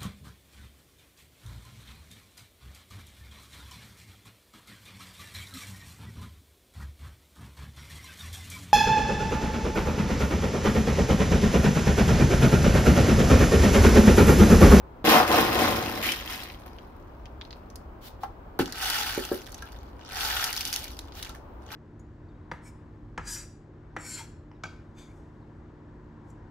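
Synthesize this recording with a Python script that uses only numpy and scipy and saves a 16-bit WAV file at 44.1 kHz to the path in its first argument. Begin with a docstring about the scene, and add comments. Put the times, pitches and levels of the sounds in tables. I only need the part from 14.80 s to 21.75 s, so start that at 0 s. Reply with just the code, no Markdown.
"""Grit scooped into a planter

A small workroom, heard up close by a stereo microphone with two ports.
A scoop digs into a tub of coarse grit: filtered stone contacts rumble and crunch, and struck modes bump.
It pours run after run into a large ceramic planter: contacts hiss through its hollow, stray stones click.
A gloved hand, holding the drain mesh, brushes (shaped noise) and knocks (damped modes) the planter.
Sparse reflections and low, steady room noise lie behind it all."""
import sys
import numpy as np
from scipy import signal
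from scipy.fft import rfft, irfft, next_fast_len
from scipy.io import wavfile
from scipy.ndimage import uniform_filter1d

SR = 44100
rng = np.random.default_rng(int(sys.argv[2]) if len(sys.argv) > 2 else 0)


def persist_wave(psi):
    """Save psi, clipped to +-1, as 16-bit WAV."""
    counts = np.round(np.clip(psi, -1, 1) * 32767).astype(np.int16)
    wavfile.write(sys.argv[1], SR, np.atleast_2d(counts).T)


N = 306495
TIME = np.arange(N) / SR

# moves of the scoop in the tub: it stabs in, bites deeper, shoves, ploughs, drags out and is shaken level;
# then loose stones run off, clumps drop back, and the load settles and shifts as it is carried:
# (start [s], rise [s], hold [s], release [s], push level [dB], grinding level [dB], crunch level [dB])
SCOOP_MOVES = [ (0.242, 0.068, 0.022, 0.16, -23.5, -21.5, -23), (0.318, .022, .036, 0.13, -23, -18.5, -30),
               (0.47, 0.066, .075, 0.23, -24.5, -24, -28.5), (0.68, .14, 0.034, 0.38, -26, -26.5, -30.5),
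               (1.0, 0.04, 0.2, 0.16, -40, -42.5, -41.5), (1.224, 0.018, 0.054, 0.13, -41.5, -48.5, -32),
               (1.35, 0.023, .27, 0.19, -54.5, -50.5, -45.5), (1.475, 0.022, 0.034, 0.1, -54, -47, -39.5),
               (1.855, 0.0053, 0.0081, 0.021, -50, -49, -55), (1.8, .02, 0.15, 0.87, -61, -60, -67.5),
               (2.58, 0.093, 0.094, 0.21, -72, -68, -69)]
# the tub's floor booming under the ploughing: (start [s], rise [s], hold [s], release [s], level [dB])
FLOOR_BOOM = [(0.245, .3, 0.36, 0.6, -36)]
# a shove bites at once and dies away evenly (exponents, no unit)
SHOVE_RISE_BEND, SHOVE_FALL_BEND = 0.48, 0.89
# broad colour of the digging: (frequency [Hz], level [dB per Hz])
DIG_COLOUR = [(29, -37.5), (50, -21.5), (79, -14), (135, -13), (321, -11.5), (418, -14.5), (765, -10),
              (884, -13.5), (1050, -8.5), (1270, -12.5), (5150, -26), (8140, -38.5), (14900, -26),
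              (16000, -42)]
# hollow resonances of the tub, and one dip between them: (frequency [Hz], width [Hz], lift [dB])
TUB_RESONANCES = [(80, 20, 6.5), (130, 55, -11.5), (224.5, 32, 3.5), (323, 40, 4.5), (458, 48, 3),
                  (750, 40, 2.5), (805, 66, 4.5), (1000, 360, 2.5), (2490, 60, 4)]


def dig():
    """The scoop ploughs through packed stones: coarse slips shake the tub, fine contacts crunch above them."""
    push, grind, bite = swells(SCOOP_MOVES, SHOVE_RISE_BEND, SHOVE_FALL_BEND)
    boom, = swells(FLOOR_BOOM, SHOVE_RISE_BEND, SHOVE_FALL_BEND)
    speed = bite / bite.max()
    slips = grit(350 + 700 * speed, spread_db=1.0, clump_db=0.5, crack_s=0.00038, ring_db=1, scatter_db=-4.5)
    crunch = grit(250 + 7000 * speed, spread_db=4.3, clump_db=1.1, crack_s=0.0005, ring_db=10, scatter_db=-8)
    slips = colour(ports(slips, PORT_LIKENESS, lag_ms=0.12), DIG_COLOUR, TUB_RESONANCES)
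    crunch = colour(ports(crunch, PORT_LIKENESS, lag_ms=0.12), DIG_COLOUR, TUB_RESONANCES)
    low = drive(slips, [boom, push, grind], [55, 135, 600, 1800])
    high = drive(crunch, [bite], [1800, 16500])
    return low + high


# spills of grit in the planter: runs off the tipped scoop and their trickles, stones shaken loose by
# knocks, the heap settling, and the hand spreading and patting it:
# (start [s], rise [s], hold [s], release [s], landing level [dB], sliding hiss level [dB], dust fizz level [dB])
GRIT_SPILLS = [ (3.79, 0.0014, .022, .02, -34.5, -39, -44.5), (3.82, 0.053, 0.13, .2, -48, -52.5, -62),
               (3.935, 0.11, .125, 0.42, -35.5, -35, -40.5), (4.515, 0.0062, 0.011, 0.058, -47, -46, -45),
               (4.62, 0.051, 0.19, 0.36, -59, -60, -68), (5.16, 0.22, .05, 0.12, -48, -47.5, -66),
               (5.28, 0.16, 0.2, .17, -35.5, -36.5, -41.5), (5.7, 0.06, 0.18, 0.26, -49.5, -43, -48),
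               (6.19, 0.017, .08, 0.095, -68, -66, -77), (6.32, 0.071, 0.095, .06, -54, -52.5, -64),
               (6.54, 0.0086, 0.0036, 0.026, -50.5, -55.5, -59), (6.8, 0.21, .1, .2, -53, -52.5, -66),
               (6.885, 0.052, .1, .2, -43.5, -46, -54)]
# a spill gathers gradually and runs dry ever faster (exponents, no unit)
SPILL_RISE_BEND, SPILL_FALL_BEND = 1.02, 1.5
# broad colour of the pouring: (frequency [Hz], level [dB per Hz])
POUR_COLOUR = [(240, -48), (400, -16.5), (432, -7), (504, -24.5), (636, -13), (801, -1), (1040, -10),
               (1510, -10.5), (2430, -12.5), (4310, -8.5), (7630, -21.5), (14800, -7), (16000, -20)]
# hollow resonances of the planter, and one broad dip: (frequency [Hz], width [Hz], lift [dB])
PLANTER_HOLLOW = [(824, 41, 6), (1110, 40, 3), (1320, 120, 12.5), (1517, 147, 11.5), (1910, 25, 8),
                  (2926, 42, 8), (3440, 70, 3), (4190, 1000, -2)]


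def pour():
    """Stones slide off the scoop and land in the planter, whose hollow rings; more flow, more contacts."""
    landing, hiss, fizz = swells(GRIT_SPILLS, SPILL_RISE_BEND, SPILL_FALL_BEND)
    flow = hiss / hiss.max()
    stream = grit(200 + 3600 * flow, spread_db=4.9, clump_db=1.4, crack_s=0.0005, ring_db=12, scatter_db=-12)
    stream = colour(ports(stream, PORT_LIKENESS, lag_ms=0.1), POUR_COLOUR, PLANTER_HOLLOW)
    return drive(stream, [landing, hiss, fizz], [380, 2200, 7500, 18000])


# the larger single stones: (time [s], level [dB], pitch [Hz], treble lift [dB])
SINGLE_STONES = [(1.3198, -25, 3000, 3), (1.636, -42, 4210, 18), (1.699, -42, 2330, -32),
                 (1.9852, -48, 3060, -18), (2.456, -49.5, 2700, -12), (2.612, -39, 3620, -26),
                 (2.6503, -49, 4150, -17), (2.7068, -44.5, 4270, -16.5), (2.7277, -44.5, 4420, -20),
                 (2.901, -52.5, 6410, 2), (2.957, -43.5, 4900, 16), (3.434, -47.5, 2530, 0),
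                 (3.7912, -39, 3180, 14), (3.8576, -36.5, 3000, 1), (3.923, -34.5, 4420, 8),
                 (3.957, -39, 2640, 1), (4.1, -25, 4190, 13), (4.4504, -34.5, 2880, 9),
                 (4.617, -46, 2300, 3), (4.666, -42, 3270, 6.5), (4.7195, -44.5, 6240, 21),
                 (4.7438, -39, 6350, 7), (4.7853, -50, 4300, -8), (4.8223, -43.5, 3750, 12),
                 (4.92, -51, 3600, 10), (5.4075, -28.5, 3400, -5), (5.421, -37, 3390, 3),
                 (5.455, -31, 4200, 16.5), (5.641, -24, 5060, 12), (5.7285, -28.5, 4400, 15),
                 (5.7643, -29.5, 4300, 8), (5.7745, -30, 5200, 5), (5.8082, -28, 4800, 7),
                 (5.852, -27, 4170, 9), (5.875, -32, 4940, 16), (5.9277, -26, 4630, 10),
                 (5.9392, -27, 6340, 5), (5.9606, -25.5, 3780, 11), (6.041, -35.5, 4170, 14),
                 (6.1898, -36, 3980, 8), (6.3214, -49.5, 4350, -12), (6.4265, -33.5, 3770, 6),
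                 (6.4477, -41, 3330, 4), (6.493, -42.5, 3740, 9)]
# broad colour of a stone's click: (frequency [Hz], level [dB])
STONE_COLOUR = [(300, -23), (900, -9), (1600, -3.5), (3500, 0), (6000, 1), (8000, -13), (11000, -8.5),
                (16000, -16.5)]
REBOUND_S, REBOUND_DB = 0.004, -6.5  # mean gap between rebounds [s], level change at each [dB]


def stones(count=3):
    """Larger stones click on the scoop and the glaze, each chattering in a few quick, weaker rebounds."""
    out = np.zeros((2, N))
    for s, db, hz, treble_db in SINGLE_STONES:
        tick, late_s = np.zeros((2, SR // 16)), 0
        for k in range(count):
            contact = click(hz, crack_s=0.0008, ring_db=5, scatter_db=-11, scatter_s=0.005)
            add(tick, late_s, amp(k * REBOUND_DB) * contact)
            late_s += REBOUND_S * rng.uniform(.5, 1.5)
        tick = colour(tick, STONE_COLOUR)
        tick = colour(tick, [(3800, 0.0067), (10500, treble_db)])
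        loudest = np.sqrt(uniform_filter1d(tick.mean(0) ** 2, size=88).max())  # over 2 ms
        add(out, s, amp(db) * tick / loudest)
    return ports(out, PORT_LIKENESS)


# the scoop bumping the tub where packed stones give way:
# (time [s], ring peak level [dB], pitch that the blow favours [Hz], spread [octaves])
TUB_BUMPS = [(0.2435, -18, 420, 0.38), (0.279, -10, 335, 0.28), (0.402, -9.5, 950, 0.24),
             (0.541, -12, 800, 0.55)]


def tub_bumps():
    """The tub's resonances ring as damped modes, a wider resonance dying sooner."""
    modes = [(hz, db, np.log(1000) / (np.pi * width)) for hz, width, db in TUB_RESONANCES]
    return struck(TUB_BUMPS, modes, contact_s=0.00067, port_turn=0.45, thud_db=-2.5, thud_s=0.0035)


# knocks on the planter: (time [s], ring peak level [dB], pitch that the blow favours [Hz], spread [octaves])
PLANTER_KNOCKS = [(3.4335, -20.5, 905, 0.48), (3.7905, -20.5, 990, 0.26), (3.794, -14.5, 338, 0.21),
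                  (3.805, -16, 259, 0.19), (4.377, -17, 412, 0.43), (4.516, -15, 410, 0.39),
                  (4.518, -28, 1180, 0.73), (4.822, -31.5, 1571, 0.43), (6.494, -40, 1290, 0.19)]
# modes of the planter when knocked: (frequency [Hz], relative level [dB], time to fall 60 dB [s])
PLANTER_MODES = [(202, 11.5, 0.027), (278, -5.5, 0.062), (309, -3.5, 0.078), (373, 7, 0.037),
                 (420.4, -4.5, 0.078), (550, -2, 0.027), (799, 7, 0.061), (817, 0, 0.045),
                 (1060, 9.5, 0.016), (1346, -0.5, 0.081), (1620, 1.5, 0.069), (1900, -29, 0.024),
                 (2320, -16, 0.053)]


def planter_knocks():
    """The ceramic wall answers a knock with short, damped modes."""
    return struck(PLANTER_KNOCKS, PLANTER_MODES, contact_s=0.0014, port_turn=0.25, thud_db=-12, thud_s=0.011)


# the scoop rapped as it is shaken level:
# (time [s], ring peak level [dB], pitch that the blow favours [Hz], spread [octaves])
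SCOOP_RAPS = [(1.228, -24, 2500, .7), (1.241, -36, 2900, .6), (1.267, -35, 2400, .7),
              (1.289, -14, 2660, 0.35), (1.3195, -24.5, 2900, 0.42)]
# modes of the scoop: (frequency [Hz], relative level [dB], time to fall 60 dB [s])
SCOOP_MODES = [(1900, 0.5, 0.04), (2340, -29, 0.019), (2370, 9, 0.025), (2600, -4, 0.067), (2550, 3, 0.054),
               (3000, 2, 0.068), (3034, -2, 0.19), (3680, 3, 0.03), (5600, -1, 0.017)]


def scoop_raps():
    """A brief contact sets the scoop's high modes ringing, with hardly any thud."""
    return struck(SCOOP_RAPS, SCOOP_MODES, contact_s=0.0003, port_turn=0.82, thud_db=-32, thud_s=0.0027)


# the glove brushing past: (start [s], rise [s], hold [s], release [s], level [dB])
GLOVE_BRUSHES = [(3.208, 0.063, 0.014, 0.011, -48), (3.402, 0.034, .008, .025, -54.5),
                 (6.335, .055, .012, .015, -46.5)]
# colour of the fabric's hiss: (frequency [Hz], level [dB per Hz])
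GLOVE_COLOUR = [(1060, -12), (1800, -8), (2740, -9), (2980, -4.5), (4060, -5.5), (8280, -19), (14600, -10),
                (16000, -8.5)]


def glove():
    """Fabric slides with a soft, fine hiss."""
    hiss = evened(colour(rng.standard_normal((2, N)), GLOVE_COLOUR))
    return hiss * swells(GLOVE_BRUSHES, rise_bend=0.78, fall_bend=0.72)


# the workroom's decay: (frequency [Hz], time to fall 60 dB [s])
ROOM_DECAY = [(150, 0.29), (600, 0.21), (2000, 0.17), (5000, 0.28), (14000, 0.18)]
# likeness of the room's sound at the two microphone ports: (frequency [Hz], likeness [0-1])
ROOM_LIKENESS = [(60, 0.99), (250, 0.88), (500, 0.5), (1000, 0.083), (3000, .05)]


def room(x):
    """Sparse reflections, each band dying at its own speed."""
    size = SR // 2
    taps = rng.standard_normal((2, size)) * (rng.random((2, size)) < 3000 / SR)  # about 3000 a second
    hz, t, z = signal.stft(taps, SR, nperseg=256)
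    fade = np.exp(-np.log(1000) * t / read(ROOM_DECAY, hz)[:, None])
    tail = signal.istft(z * fade, SR, nperseg=256)[1]
    tail[:, :round(.005 * SR)] = 0  # nothing returns in the first 5 ms
    tail = ports(tail / np.linalg.norm(tail[0]), ROOM_LIKENESS)
    return signal.fftconvolve(x, tail, axes=1)[:, :N]


# colour of the room noise: (frequency [Hz], level [dB per Hz])
ROOM_COLOUR = [(15, -39.5), (25, -10), (56, -1), (127, -14), (153, -18.5), (270, -15), (344, -16),
               (463, -19.5), (818, -21), (962, -20), (1560, -30), (1890, -36), (7510, -60), (10400, -63.5),
               (16000, -51)]
ROOM_DB = -45  # level of the room noise [dB]


def room_noise():
    """A steady, dull rumble fills the room: coloured noise, alike at both ports only in the bass."""
    noise = ports(rng.standard_normal((2, N)), ROOM_LIKENESS)
    return amp(ROOM_DB) * evened(colour(noise, ROOM_COLOUR))


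def click(hz, crack_s, ring_db, scatter_db, scatter_s, size=2048):
    """One stone contact: a rough crack with a brief ring at hz, then scatter from the walls close by."""
    t = np.arange(size) / SR
    crack = t / crack_s * np.exp(1 - t / crack_s)
    scatter = amp(scatter_db) * (np.exp(-t / scatter_s) - np.exp(-t / crack_s))
    burst = rng.standard_normal((2, size)) * (crack + scatter)
    ring = signal.lfilter(*signal.iirpeak(min(hz, SR / 3), 7, SR), burst)
    return burst + amp(ring_db) * ring


def grit(per_s, spread_db, clump_db, crack_s, ring_db, scatter_db, count=24):
    """A stream of contacts of many sizes and pitches, per_s of them a second, swelling in small clumps."""
    chance, kind = per_s / SR, rng.integers(0, count, N)
    knots = np.arange(0, TIME[-1], .012)  # a new clump level every 12 ms
    clumps = np.interp(TIME, knots, rng.standard_normal(len(knots)))
    size_db = spread_db * np.minimum(rng.exponential(1, N), 3) + clump_db * clumps
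    sizes = amp(size_db) * rng.choice([-1, 1], N)
    hits = sizes * (rng.random(N) < chance) / np.sqrt(chance)  # a denser stream is no louder by itself
    pitches = np.geomspace(1800, 13000, count)
    contacts = [click(hz, crack_s, ring_db, scatter_db, .007) for hz in pitches]
    out = 0
    for k, contact in enumerate(contacts):
        out = out + signal.oaconvolve((hits * (kind == k))[None], contact, axes=1)[:, :N]
    return out


def struck(blows, modes, contact_s, port_turn, thud_db, thud_s):
    """A blow stirs the modes near its favoured pitch; each port meets a mode at its own phase."""
    out, t = np.zeros((2, N)), np.arange(SR // 3) / SR
    hz, mode_db, t60 = np.transpose(modes)[:, :, None]
    decay = np.exp(-np.log(1000) * t / t60)
    for s, db, pitch_hz, spread in blows:
        weight = amp(mode_db) * np.exp(-.5 * (np.log2(hz / pitch_hz) / spread) ** 2)
        angle = 2 * np.pi * hz * t + port_turn * rng.standard_normal((2, len(hz), 1))
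        ring = (weight * decay * np.sin(angle)).sum(1) * (1 - np.exp(-t / contact_s))
        # many damped modes blur into a short thud around the same pitch
        thud = ports(rng.standard_normal((2, len(t))) * np.exp(-t / thud_s), PORT_LIKENESS)
        band = signal.butter(2, [pitch_hz / 1.6, pitch_hz * 1.6], "band", fs=SR, output="sos")
        thud = signal.sosfilt(band, thud)
        add(out, s, amp(db) * (ring / abs(ring).max() + amp(thud_db) * thud / abs(thud).max()))
    return out


def swells(rows, rise_bend, fall_bend):
    """Each move rises, holds, and falls 20 dB in its release time; one gain curve for each level column."""
    power = 0
    for start, rise, hold, release, *levels_db in rows:
        age = TIME - start
        attack = np.clip(age / rise, 0, 1) ** rise_bend
        fall_db = -20 * (np.maximum(age - rise - hold, 0) / release) ** fall_bend
        power = power + (amp(levels_db)[:, None] * attack * amp(fall_db)) ** 2
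    return np.sqrt(power)


def drive(x, gains, edges_hz):
    """Each register of a stream is levelled, then swells and fades with its own gain."""
    out = np.zeros((2, N))
    for gain, lo, hi in zip(gains, edges_hz, edges_hz[1:]):
        band = signal.sosfilt(signal.butter(3, [lo, hi], "band", fs=SR, output="sos"), x)
        power = uniform_filter1d(uniform_filter1d(band.mean(0) ** 2, size=3000), size=3000)
        out += band / np.sqrt(abs(power) + 1e-6 * power.mean()) * gain
    return out


# likeness of close sounds at the two microphone ports: (frequency [Hz], likeness [0-1])
PORT_LIKENESS = [(60, .98), (250, .98), (550, .8), (800, .93), (1300, .62), (3000, .35), (8000, .1)]


def ports(x, likeness, lag_ms=0):
    """Two close ports are most alike in the bass and differ in the treble; the right may hear later by a lag."""
    size = next_fast_len(x.shape[1] + 2048)
    hz, (a, b) = np.fft.rfftfreq(size, 1 / SR), rfft(x, size)
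    c = np.clip(read(likeness, hz), 0, 1)
    late = np.exp(-2j * np.pi * hz * lag_ms / 1000)
    right = late * (c * a + np.sqrt(1 - c ** 2) * b)
    return irfft(np.array([a, right]), size)[:, :x.shape[1]]


def colour(x, tone, hollows=(), size=8192):
    """Causal filter: a broad spectrum with narrow resonances standing on it."""
    hz = np.fft.rfftfreq(size, 1 / SR)
    db = read(tone, hz) + sum(lift / (1 + (2 * (hz - f) / width) ** 2) for f, width, lift in hollows)
    log_gain = np.log(amp(np.maximum(db, -100)))
    circle = np.concatenate([log_gain, log_gain[-2:0:-1]])
    # minimum phase: the phase follows from the log gain
    taps = np.fft.ifft(np.exp(np.conj(signal.hilbert(circle)))).real[:size // 2]
    return signal.oaconvolve(x, taps[None], axes=1)[:, :x.shape[1]]


def amp(db):
    """Decibels to gain."""
    return 10 ** (np.asarray(db) / 20)


def read(points, hz):
    """A table's value at hz, on a log-frequency axis."""
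    f, value = np.transpose(points)
    return np.interp(np.log(hz + 1), np.log(f + 1), value)


def evened(x):
    """A stereo sound with its middle at unit power."""
    return x / np.sqrt(np.mean(x.mean(0) ** 2) + 1e-20)


def add(mix, s, sound):
    """Lays a stereo sound into the mix at time s."""
    part = mix[:, round(s * SR):][:, :sound.shape[1]]
    part += sound[:, :part.shape[1]]


def scene():
    """Grit, scoop, tub, planter and glove up close, their reflections and the room noise behind."""
    streams = dig() + pour() + glove()
    clicks = stones()
    blows = tub_bumps() + planter_knocks() + scoop_raps()
    echo = room(amp(-6.5) * streams + amp(-13) * clicks + amp(-4.5) * blows)
    return streams + clicks + blows + echo + room_noise()


# colour of the left microphone port against the right: (frequency [Hz], left minus right [dB])
PORT_COLOUR = [(100, .6), (320, -.3), (600, 2.2), (1100, 2.6), (2000, 1.3), (5500, .4), (8200, -6),
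               (10500, -2), (15000, 0)]
EDGE_HZ = 15750  # upper band limit [Hz]


def record(dry):
    """Each microphone port has its own colour; then the band limit."""
    left = colour(dry[:1], [(hz, db / 2) for hz, db in PORT_COLOUR])
    right = colour(dry[1:], [(hz, -db / 2) for hz, db in PORT_COLOUR])
    edge = signal.firwin(511, EDGE_HZ, window=("kaiser", 9), fs=SR)
    return signal.oaconvolve(np.vstack([left, right]), edge[None], "same", axes=1)


dry = scene()
out = record(dry)
persist_wave(out)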